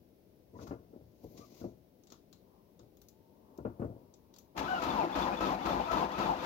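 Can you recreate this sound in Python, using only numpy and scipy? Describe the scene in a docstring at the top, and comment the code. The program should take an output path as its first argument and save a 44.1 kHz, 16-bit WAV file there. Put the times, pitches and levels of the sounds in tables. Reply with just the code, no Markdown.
"""Dull knocks, rustling and key clicks from the cabin of a frozen diesel car, heard low behind its bumper.
Then the starter pinion slams into the ring gear and cranks slowly. Each compression loads and slows
the gears, which grind loudly and ring the block, then spin up again with a thin whine.
Distant traffic murmurs throughout."""
import sys
import numpy as np
from scipy import signal
from scipy.fft import rfft, irfft, next_fast_len
from scipy.io import wavfile
from scipy.ndimage import map_coordinates

SR = 44100
rng = np.random.default_rng(int(sys.argv[2]) if len(sys.argv) > 2 else 0)


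def log_audio(samples):
    """Write samples as a 16-bit WAV file to the path given in sys.argv[1]."""
    # one column per channel
    frames = np.atleast_2d(samples).T
    # limit to full scale, then quantise
    limited = np.clip(frames, -1, 1)
    pcm = np.round(limited * 32767).astype(np.int16)
    wavfile.write(sys.argv[1], SR, pcm)


N = 284533
TIME_S = np.arange(N) / SR


# turning engine: freq_hz, gain_db
ENGINE_SPECTRUM = [(25, -28), (60, 0), (130, -3), (185, 2), (360, 0), (600, -7), (1000, -37.5)]

def starter():
    """Cranking: tooth rate and gear load drive grind and whine; the rumble follows the load."""
    tooth_hz = crank_speed()
    load_db = gear_load(onset_s=0.004, drop_s=0.019)
    running = amp(curve([(4.525, -57), (4.56, -1), (4.58, 3), (6.5, 3.5)], outside=-120))
    teeth = np.cumsum(tooth_hz * (1 + 0.008 * wobble(150))) / SR
    speed_db = 20 * np.log10(tooth_hz / np.median(tooth_hz[running > 0.5]))
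    rumble = amp(-58.5 + 0.36 * load_db) * noise(ENGINE_SPECTRUM)
    gears = grind(teeth, tooth_hz, load_db, speed_db) + whine(teeth, load_db, speed_db)
    return running * (gears + rumble) + clacks()


# unloaded starter speed, with early overshoot: time_s, tooth_hz
UNLOADED_SPEED = [(4.55, 60), (4.65, 295.9), (4.68, 364.4), (4.712, 379), (4.77, 351.4), (4.83, 322.2),
                  (5.15, 328.4), (6.45, 334.6)]
# gear loads, the pinion engaging first, then the compression strokes:
# bite_s, peak_s, release_s, speed_loss_ratio, bite_load_db, release_load_db
GEAR_LOADS = [(4.577, 4.6, 4.69, 0.03, 7, 0.5), (4.817, 5.055, 5.066, 0.55, 6.5, 7.5),
              (5.153, 5.3, 5.353, 0.47, 11, 5), (5.406, 5.555, 5.559, 0.44, 9, 7),
              (5.653, 5.772, 5.822, .46, 10, 6), (5.911, 6.06, 6.068, .46, 9.5, 6),
              (6.182, 6.32, 6.35, 0.44, 9.5, 5.5), (6.424, 6.58, 6.9, 0.54, 5, 14)]

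def crank_speed(squeeze_power=2.1, recover_s=0.062):
    """Tooth rate in Hz: each load brakes the starter up to its peak, then lets it recover."""
    tooth_hz = curve(UNLOADED_SPEED)
    for bite_s, peak_s, _, loss, _, _ in GEAR_LOADS:
        squeeze = np.clip((TIME_S - bite_s) / (peak_s - bite_s), 0, 1) ** squeeze_power
        easing = np.exp(-(np.maximum(TIME_S - peak_s, 0) / recover_s) ** 2)
        tooth_hz *= 1 - loss * squeeze * easing
    return tooth_hz


def gear_load(onset_s, drop_s):
    """Load in dB: snaps on as the gears bite, drops as they let go."""
    load_db = np.zeros(N)
    for bite_s, _, release_s, _, first_db, last_db in GEAR_LOADS:
        onset = np.clip((TIME_S - bite_s) / onset_s + 0.5, 0, 1)
        release = np.clip((release_s - TIME_S) / drop_s + 0.5, 0, 1)
        load_db += onset * release * np.interp(TIME_S, [bite_s, release_s], [first_db, last_db])
    return load_db


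def groan_gain(lead_s=0.019):
    """The groan builds until just before release, stronger the harder the load brakes."""
    return sum(loss * swell(release_s - lead_s, rise_s=0.33, fade_s=0.014, level_db=-29.5)
               for _, _, release_s, loss, _, _ in GEAR_LOADS)


# grinding gears: freq_hz, gain_db
GRIND_SPECTRUM = [(18, -41), (30, -12), (59, -6), (117, -14), (188, -3), (318, -3), (413, -8), (509, -5),
                  (883, -7), (1790, -20), (3540, -23.5), (6830, -34), (8870, -52), (12500, -38),
                  (15800, -45)]
# engine block and underbody resonances: freq_hz, width_hz, boost_db
BLOCK_MODES = [(56, 11, 4), (113.4, 4.7, 2), (161, 30, 3), (197, 20, 3.5), (268, 11, 4), (343.6, 39, 7),
               (507.6, 6.5, 10), (698, 16, 6), (753, 10, 8), (885, 64, 6), (1015, 29, 9.5), (1206, 12, 5),
               (2425, 17, 8), (2670, 27, 9)]

def grind(teeth, tooth_hz, load_db, speed_db):
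    """Gear teeth hammer and scrape, ringing the block and underbody."""
    contacts = np.diff(np.floor(teeth), prepend=0)
    hits = contacts * amp(3.8 * rng.standard_normal(N)) * np.sqrt(SR / tooth_hz)
    pressure = unit(np.exp(-1.2 * (teeth % 1)) * amp(0.61 * wobble(110)))
    scrape = pressure * rng.standard_normal((2, N))
    force = unit(0.22 * scattered(hits, t60_s=0.05) + scrape)
    # load governs the low grind; the bright rasp also needs speed
    low_band = [(1100, -1), (1700, -10.5), (3000, -37.5)]
    rasp_band = [(700, -30), (1300, 4.5), (2000, 1), (4500, 2), (9000, -0.5), (13000, 0.5)]
    low = coloured(force * amp(load_db - 0.028 * speed_db), low_band)
    rasp = coloured(unit(scrape[::-1]) * amp(0.78 * load_db + 0.91 * speed_db - 0.3), rasp_band)
    filter_rms = np.std(coloured(rng.standard_normal(N), GRIND_SPECTRUM, BLOCK_MODES))
    return amp(-45.5) * coloured(low + rasp, GRIND_SPECTRUM, BLOCK_MODES) / filter_rms


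# mesh tones: tooth_rate_multiple, free_db, whine_db, groan_db
MESH_ORDERS = [(2, 0.5, -6.5, -8), (3, -18, -6, -6.5), (4, -1, -6.5, -3), (8, -3, -6, -37),
               (12, -12, -2, -48)]
# starter housing: freq_hz, gain_db
HOUSING_SPECTRUM = [(150, -51), (320, 8.5), (450, -32), (650, 1.5), (760, -3), (900, 0), (1050, -6),
                    (1250, -4), (1500, -3.5), (1700, -6), (2000, -9), (2600, -9), (3000, -10), (3200, -24),
                    (3520, 1.5), (3750, -18), (5000, -55)]

def whine(teeth, load_db, speed_db, free_spin_s=4.735, free_width_s=0.046):
    """Mesh tones through the housing: singing when free, thin when fast, groaning under load."""
    free = amp(-41) * np.exp(-((TIME_S - free_spin_s) / free_width_s) ** 4)
    spin = amp(-46.5 + 0.18 * load_db + 0.93 * np.minimum(speed_db, 0))
    strain = groan_gain()
    shaken_teeth = teeth + 0.014 * wobble(260)  # gear play roughens the high orders most
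    tones = np.zeros(N)
    for order, free_db, whine_db, groan_db in MESH_ORDERS:
        gain = free * amp(free_db) + spin * amp(whine_db) + strain * amp(groan_db)
        chatter = amp(4.86 * wobble(110) - 4.5)
        tones += gain * chatter * np.sin(2 * np.pi * order * shaken_teeth + 0.5 * wobble(110))
    direct, echo = scattered(coloured(tones, HOUSING_SPECTRUM), t60_s=0.064)
    bounce = 0.89 * np.roll(echo, SR // 100)  # off a nearby car; beats against the gliding tones
    return np.array([direct + bounce, echo])


# starter clacks, the solenoid and the pinion striking: start_s, level_db
STARTER_CLACKS = [(4.566, -42), (4.5756, -31), (4.59, -31), (4.821, -35.5), (4.8368, -33.5), (5.1507, -48),
                  (5.4056, -43), (5.6571, -36.5), (5.9175, -38), (6.118, -44.5), (6.1809, -49)]

def clacks():
    """The solenoid clacks, the pinion slams into the ring gear, and again as the backlash closes."""
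    steel = [(400, -10), (1200, 2), (2600, 2), (4000, -3), (7000, -9.5), (9000, -30),
             (12500, -13.5), (16000, -26)]
    out = np.zeros((2, N))
    for start_s, level_db in STARTER_CLACKS:
        strike = burst(steel, t60_s=0.074, tail_db=-22, tail_t60_s=0.32, attack_s=0.00088)
        add(out, start_s, amp(level_db - 8) * strike)
    return out


# cabin blows: start_s, level_db, boom_db, rap_db
CABIN_BLOWS = [(0.536, -46.5, -4, -27), (0.587, -42, -7, -11), (0.614, -43, -9, -18),
               (0.667, -54.5, 8.5, 3), (0.707, -31, -24, -16), (0.723, -37.5, -11.5, -31),
               (0.931, -48.5, -23.5, -24), (0.957, -47.5, -13, -29), (1.008, -52.5, 2, -27),
               (1.24, -40.5, -7.5, -44), (1.39, -46.5, -11, -27), (1.611, -39, -7, -22),
               (1.639, -30.5, -20.5, -29), (2.117, -50, -35, -8), (2.792, -50.5, -6.5, -16),
               (3.584, -36.5, -9.5, -22), (3.648, -28.5, -30, -17), (3.663, -33, -13.5, -30),
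               (3.794, -33.5, -5.5, -21.5), (3.816, -29, -17, -19), (3.842, -32, -8.5, -25)]
# body panels, low boom, hollow rap: freq_hz, gain_db
PANEL_SPECTRUM = [(50, -26), (110, -5), (190, 3), (260, 5.5), (340, 2), (450, -1), (620, -1.5), (760, -12),
                  (1000, -23), (1300, -50), (2400, -86)]
BOOM_SPECTRUM = [(25, -43.5), (55, -9), (80, -3.5), (115, -4), (170, -8), (400, -63)]
RAP_SPECTRUM = [(400, -41), (750, 6.5), (1050, 11), (1400, 2.5), (1900, -15.5), (2700, -12.5), (5000, -48),
                (9000, -61)]
# cabin panel resonances: freq_hz, width_hz, boost_db
CABIN_MODES = [(114.4, 11, 8), (246.5, 23, 4), (346.5, 30, 8), (459, 24, 7), (637, 80, 0.5), (977, 66, 0),
               (1405, 110, 8.5), (1750, 66, 11), (2067, 100, 11.5)]

def knocks():
    """Padded blows ring the body panels, with a boom below and a hollow rap above."""
    out = np.zeros((2, N))
    for start_s, level_db, boom_db, rap_db in CABIN_BLOWS:
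        panels = burst(PANEL_SPECTRUM, CABIN_MODES,
                       t60_s=0.065, tail_db=-13.5, tail_t60_s=0.31, attack_s=0.0015)
        boom = burst(BOOM_SPECTRUM, CABIN_MODES, t60_s=0.1, tail_db=-6, tail_t60_s=0.52, attack_s=0.0026)
        rap = burst(RAP_SPECTRUM, CABIN_MODES,
                    t60_s=0.13, tail_db=-19.5, tail_t60_s=0.48, attack_s=0.0023)
        blow = amp(-2) * panels + amp(boom_db - 2.5) * boom + amp(rap_db - 4) * rap
        add(out, start_s, amp(level_db) * blow)
    return out


# key clicks: start_s, level_db, ping_db, lock_db
KEY_CLICKS = [(2.0354, -61, -5, -6), (2.0705, -58, -10, -1), (2.102, -54.5, -16, -1.5),
              (2.1211, -50, -5.5, 1), (2.3276, -53.5, -5, 0), (2.7928, -59.5, -20, -0.5),
              (2.97, -64.5, 4, -2), (3.016, -59.5, 6.5, 0.5), (3.085, -52, -2, -11), (3.576, -60, 1, -5),
              (4.139, -53, -30, -11), (4.339, -56.5, -6, 1), (4.362, -55, -5, 0.5), (4.385, -49.5, 0, -7.5)]
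# key tick, ignition lock, high ping: freq_hz, gain_db
TICK_SPECTRUM = [(3000, -37), (5200, -5.5), (6600, 1.5), (7700, -5.5), (9200, -37)]
LOCK_SPECTRUM = [(500, -10), (1200, -1), (1800, -12.5), (2700, -8.5), (3800, 0), (5500, -6.5), (7800, -14),
                 (9200, -55), (12400, -34)]
PING_SPECTRUM = [(8000, -50), (11000, -6), (13500, 1), (16000, -1.5)]

def keys():
    """Keys tick, ping and knock the lock, each click with resonances of its own."""
    out = np.zeros((2, N))
    for start_s, level_db, ping_db, lock_db in KEY_CLICKS:
        modes = [(hz, 500, 4) for hz in rng.uniform(3360, 7400, size=3)]
        tick = burst(TICK_SPECTRUM, modes, t60_s=0.022, tail_db=-15, tail_t60_s=0.2, attack_s=0.0004)
        lock = burst(LOCK_SPECTRUM, modes, t60_s=0.024, tail_db=-10.5, tail_t60_s=0.28)
        ping = burst(PING_SPECTRUM, t60_s=0.022, tail_db=-13.5, tail_t60_s=0.24)
        click = amp(-5.5) * tick + amp(lock_db - 6.5) * lock + amp(ping_db - 3) * ping
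        add(out, start_s, amp(level_db) * click)
    return out


# clothing brushes: peak_s, rise_s, fade_s, level_db, hiss_db
CLOTH_BRUSHES = [(0.626, 0.068, 0.077, -64, -14), (0.672, 0.018, 0.088, -65.5, -9),
                 (1.242, 0.032, 0.046, -74, 2), (1.315, 0.092, .15, -79, 8), (1.378, 0.02, 0.082, -60, -24),
                 (1.61, 0.45, 0.13, -67, -5)]
# rubbing cloth and its fine hiss: freq_hz, gain_db
CLOTH_SPECTRUM = [(590, -52), (1000, 1), (1150, -6), (1720, -20), (2050, -6.5), (3100, -10), (4190, -5),
                  (6570, -3), (8570, -26), (13400, -15), (15800, -15)]
HISS_SPECTRUM = [(8000, -45), (11000, -10), (13500, 0), (15800, -7)]

def clothes():
    """Brushing cloth rustles, with a fine hiss on top."""
    rubbing = swells(row[:-1] for row in CLOTH_BRUSHES)
    hissing = swells((*timing, level_db + hiss_db) for *timing, level_db, hiss_db in CLOTH_BRUSHES)
    flicker = amp(0.5 + 1.2 * wobble(120))
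    return flicker * (rubbing * noise(CLOTH_SPECTRUM) + hissing * noise(HISS_SPECTRUM))


# weight shifts: peak_s, rise_s, fade_s, level_db
WEIGHT_SHIFTS = [(0.61, 0.11, .25, -52.5), (0.955, 0.11, 0.12, -58.5), (1.27, 0.1, 0.31, -57.5),
                 (1.35, 0.074, 0.13, -57.5), (1.66, .55, 0.11, -57), (2.84, .07, 0.07, -64),
                 (3.6, 0.42, 0.31, -59), (3.87, .15, 0.23, -48.5)]

def seat():
    """Shifting weight shakes the seat."""
    shaking = amp(2.2 * wobble(35)) * swells(WEIGHT_SHIFTS)
    return shaking * (noise(PANEL_SPECTRUM) + amp(-13) * noise(BOOM_SPECTRUM))


# trim squeaks: start_s, length_s, start_hz, end_hz, level_db
TRIM_SQUEAKS = [(0.542, 0.046, 960, 996, -57), (1.376, 0.102, 1125, 1197, -62)]

def trim():
    """Plastic trim squeaks in short, rough, rising tones."""
    out = np.zeros(N)
    for start_s, length_s, start_hz, end_hz, level_db in TRIM_SQUEAKS:
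        count = int(length_s * SR)
        pitch_hz = np.linspace(start_hz, end_hz, count) * (1 + 0.035 * wobble(302)[:count])
        phase = 2 * np.pi * np.cumsum(pitch_hz) / SR
        grip = np.hanning(count) * amp(3 * wobble(139)[:count])
        add(out, start_s, amp(level_db) * grip * (np.sin(phase) + 0.13 * np.sin(2 * phase)))
    return scattered(out, t60_s=0.074)


# traffic murmur, tyre noise: freq_hz, gain_db
MURMUR_SPECTRUM = [(15, -45), (25, -11.5), (70, -3), (126, -4.5), (144, -5.5), (179, -1.5), (276, -3.5),
                   (361, -3.5), (572, -10), (620, -10.5), (1010, -31.5), (1640, -33), (5670, -34.5),
                   (7630, -44), (15800, -29)]
TYRE_SPECTRUM = [(500, -38.5), (850, -2), (1030, -5), (1250, -17), (2000, -42)]
# passing tyres: peak_s, rise_s, fade_s, level_db
TYRE_PASSES = [(2.55, 0.22, .4, -74), (3.5, 0.34, 2.4, -73)]
# far whir: time_s, pitch_hz
WHIR_PITCH = [(2.15, 739), (2.4, 717), (2.95, 770), (3.2, 896), (3.55, 922)]

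def street():
    """Far traffic: a low murmur over faint hiss, tyres that swell and fade, a faint rising whir."""
    murmur = amp(-64.5 + 0.11 * wobble(2.9)) * noise(MURMUR_SPECTRUM)
    tyres = np.hypot(amp(-88.5), swells(TYRE_PASSES)) * noise(TYRE_SPECTRUM)
    phase = 2 * np.pi * np.cumsum(curve(WHIR_PITCH) * (1 + 0.02 * wobble(120))) / SR
    whir = swell(3.3, rise_s=3.9, fade_s=4.0, level_db=-78) * amp(3.4 * wobble(14)) * np.sin(phase)
    return murmur + tyres + scattered(whir, t60_s=0.2)


def amp(db):
    """Decibels to gain."""
    return 10 ** (np.asarray(db) / 20)


def unit(x):
    """x at rms 1."""
    return x / np.sqrt(np.mean(x ** 2) + 1e-20)


def along(points, hz):
    """(freq_hz, value) points interpolated on a log axis."""
    points_hz, values = np.transpose(points)
    return np.interp(np.log(hz + 1), np.log(points_hz + 1), values)


def curve(rows, outside=None):
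    """(time_s, value) rows as one value per sample."""
    return np.interp(TIME_S, *np.transpose(rows), left=outside, right=outside)


def wobble(rate_hz):
    """Smooth random curve, rate_hz knots a second."""
    knots = rng.standard_normal(int(N * rate_hz / SR) + 4)
    return map_coordinates(knots, [TIME_S * rate_hz])


def swell(peak_s, rise_s, fade_s, level_db):
    """Gain that climbs 20 dB per rise_s up to peak_s, then sinks 20 dB per fade_s."""
    t = TIME_S - peak_s
    return amp(level_db - 20 * np.maximum(-t / rise_s, t / fade_s))


def swells(rows):
    """Power sum of overlapping swells."""
    return np.sqrt(sum(swell(*row) ** 2 for row in rows))


def coloured(x, spectrum, modes=()):
    """Minimum-phase filter: a broad (freq_hz, gain_db) spectrum with resonances on top."""
    size = 2 * next_fast_len(x.shape[-1] // 2 + 4096)
    hz = np.fft.rfftfreq(size, 1 / SR)
    modes_db = sum(boost_db / (1 + (2 * (hz - mode_hz) / width_hz) ** 2)
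                   for mode_hz, width_hz, boost_db in modes)
    cepstrum = irfft(np.log(amp(along(spectrum, hz) + modes_db)))
    cepstrum[1:size // 2] *= 2
    cepstrum[size // 2 + 1:] = 0
    return irfft(rfft(x, size) * np.exp(rfft(cepstrum)), size)[..., :x.shape[-1]]


def noise(spectrum):
    """Direct and scattered noise at rms 1."""
    return unit(coloured(rng.standard_normal((2, N)), spectrum))


def scattered(x, t60_s):
    """Two rows: x and its echo from the ground and nearby cars."""
    t = np.arange(SR // 4) / SR
    tail = rng.standard_normal(len(t)) * amp(-60 * t / t60_s)
    return np.array([x, signal.fftconvolve(x, tail / np.linalg.norm(tail))[:N]])


def burst(spectrum, modes=(), *, t60_s, tail_db, tail_t60_s, attack_s=0.00058):
    """One blow on a body with crowded modes: a fast decay and a weak long one."""
    t = np.arange(SR // 2) / SR
    decay = amp(-60 * t / t60_s) + amp(tail_db - 60 * t / tail_t60_s)
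    envelope = decay * (1 - np.exp(-t / attack_s))
    ring = coloured(rng.standard_normal((2, len(t))) * envelope, spectrum, modes)
    return ring * np.linalg.norm(envelope) / np.linalg.norm(ring, axis=1, keepdims=True)


def add(track, start_s, sound):
    """Mix a sound into the track at start_s."""
    part = track[..., round(start_s * SR):][..., :sound.shape[-1]]
    part += sound[..., :part.shape[-1]]


def placed(pair, coherence, balance, left_lead_s):
    """Direct and scattered rows to stereo, keeping the colour of the left-right sum."""
    size = next_fast_len(N + SR // 4)
    hz = np.fft.rfftfreq(size, 1 / SR)
    angle = np.arccos(np.clip(along(coherence, hz), 0, 1)) / 2
    direct, diffuse = rfft(pair, size) * [np.cos(angle), np.sin(angle)]
    left = amp(along(balance, hz) / 2) * np.exp(1j * np.pi * hz * left_lead_s)
    right = 1 / left
    mid_gain = np.hypot(np.abs(left + right) * np.cos(angle), np.abs(left - right) * np.sin(angle)) / 2
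    stereo = np.array([left * (direct + diffuse), right * (direct - diffuse)])
    return irfft(stereo / mid_gain, size)[:, :N]


# left-right likeness: freq_hz, coherence_ratio
CAR_COHERENCE = [(60, 0.99), (350, 0.99), (550, 0.9), (900, 0.5), (1200, 0.15), (3500, 0.14), (7000, 0.073),
                 (15000, 0.096)]
STREET_COHERENCE = [(60, .92), (260, 0.93), (620, 0.38), (1030, 0.7), (1400, 0.046)]
# stereo balance: freq_hz, left_minus_right_db
CAR_BALANCE = [(60, 6.5), (900, 6), (1300, 6.5), (2500, 8.5), (5500, 4.5), (7500, 21.5), (15000, 14)]
STREET_BALANCE = [(60, 11.5), (400, 6.5), (700, 9), (1500, 4.5), (6000, 1.5), (15000, 0.5)]

def scene():
    """The car stands to the left; the far traffic is louder on the left but reaches the right first."""
    car = knocks() + keys() + clothes() + seat() + trim() + starter()
    near = placed(car, CAR_COHERENCE, CAR_BALANCE, left_lead_s=0.00033)
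    far = placed(street(), STREET_COHERENCE, STREET_BALANCE, left_lead_s=-0.00025)
    return near + far


def record(dry):
    """Roll off the deepest bass and cut everything above the band limit."""
    low_cut_hz, top_hz = 39, 15850
    size = next_fast_len(N + SR // 4)
    hz = np.fft.rfftfreq(size, 1 / SR)
    low_cut = 1 / np.sqrt(1 + (low_cut_hz / (hz + 1)) ** 6)
    return irfft(rfft(dry, size) * low_cut * (hz < top_hz), size)[:, :N]


dry = scene()
out = record(dry)
log_audio(out)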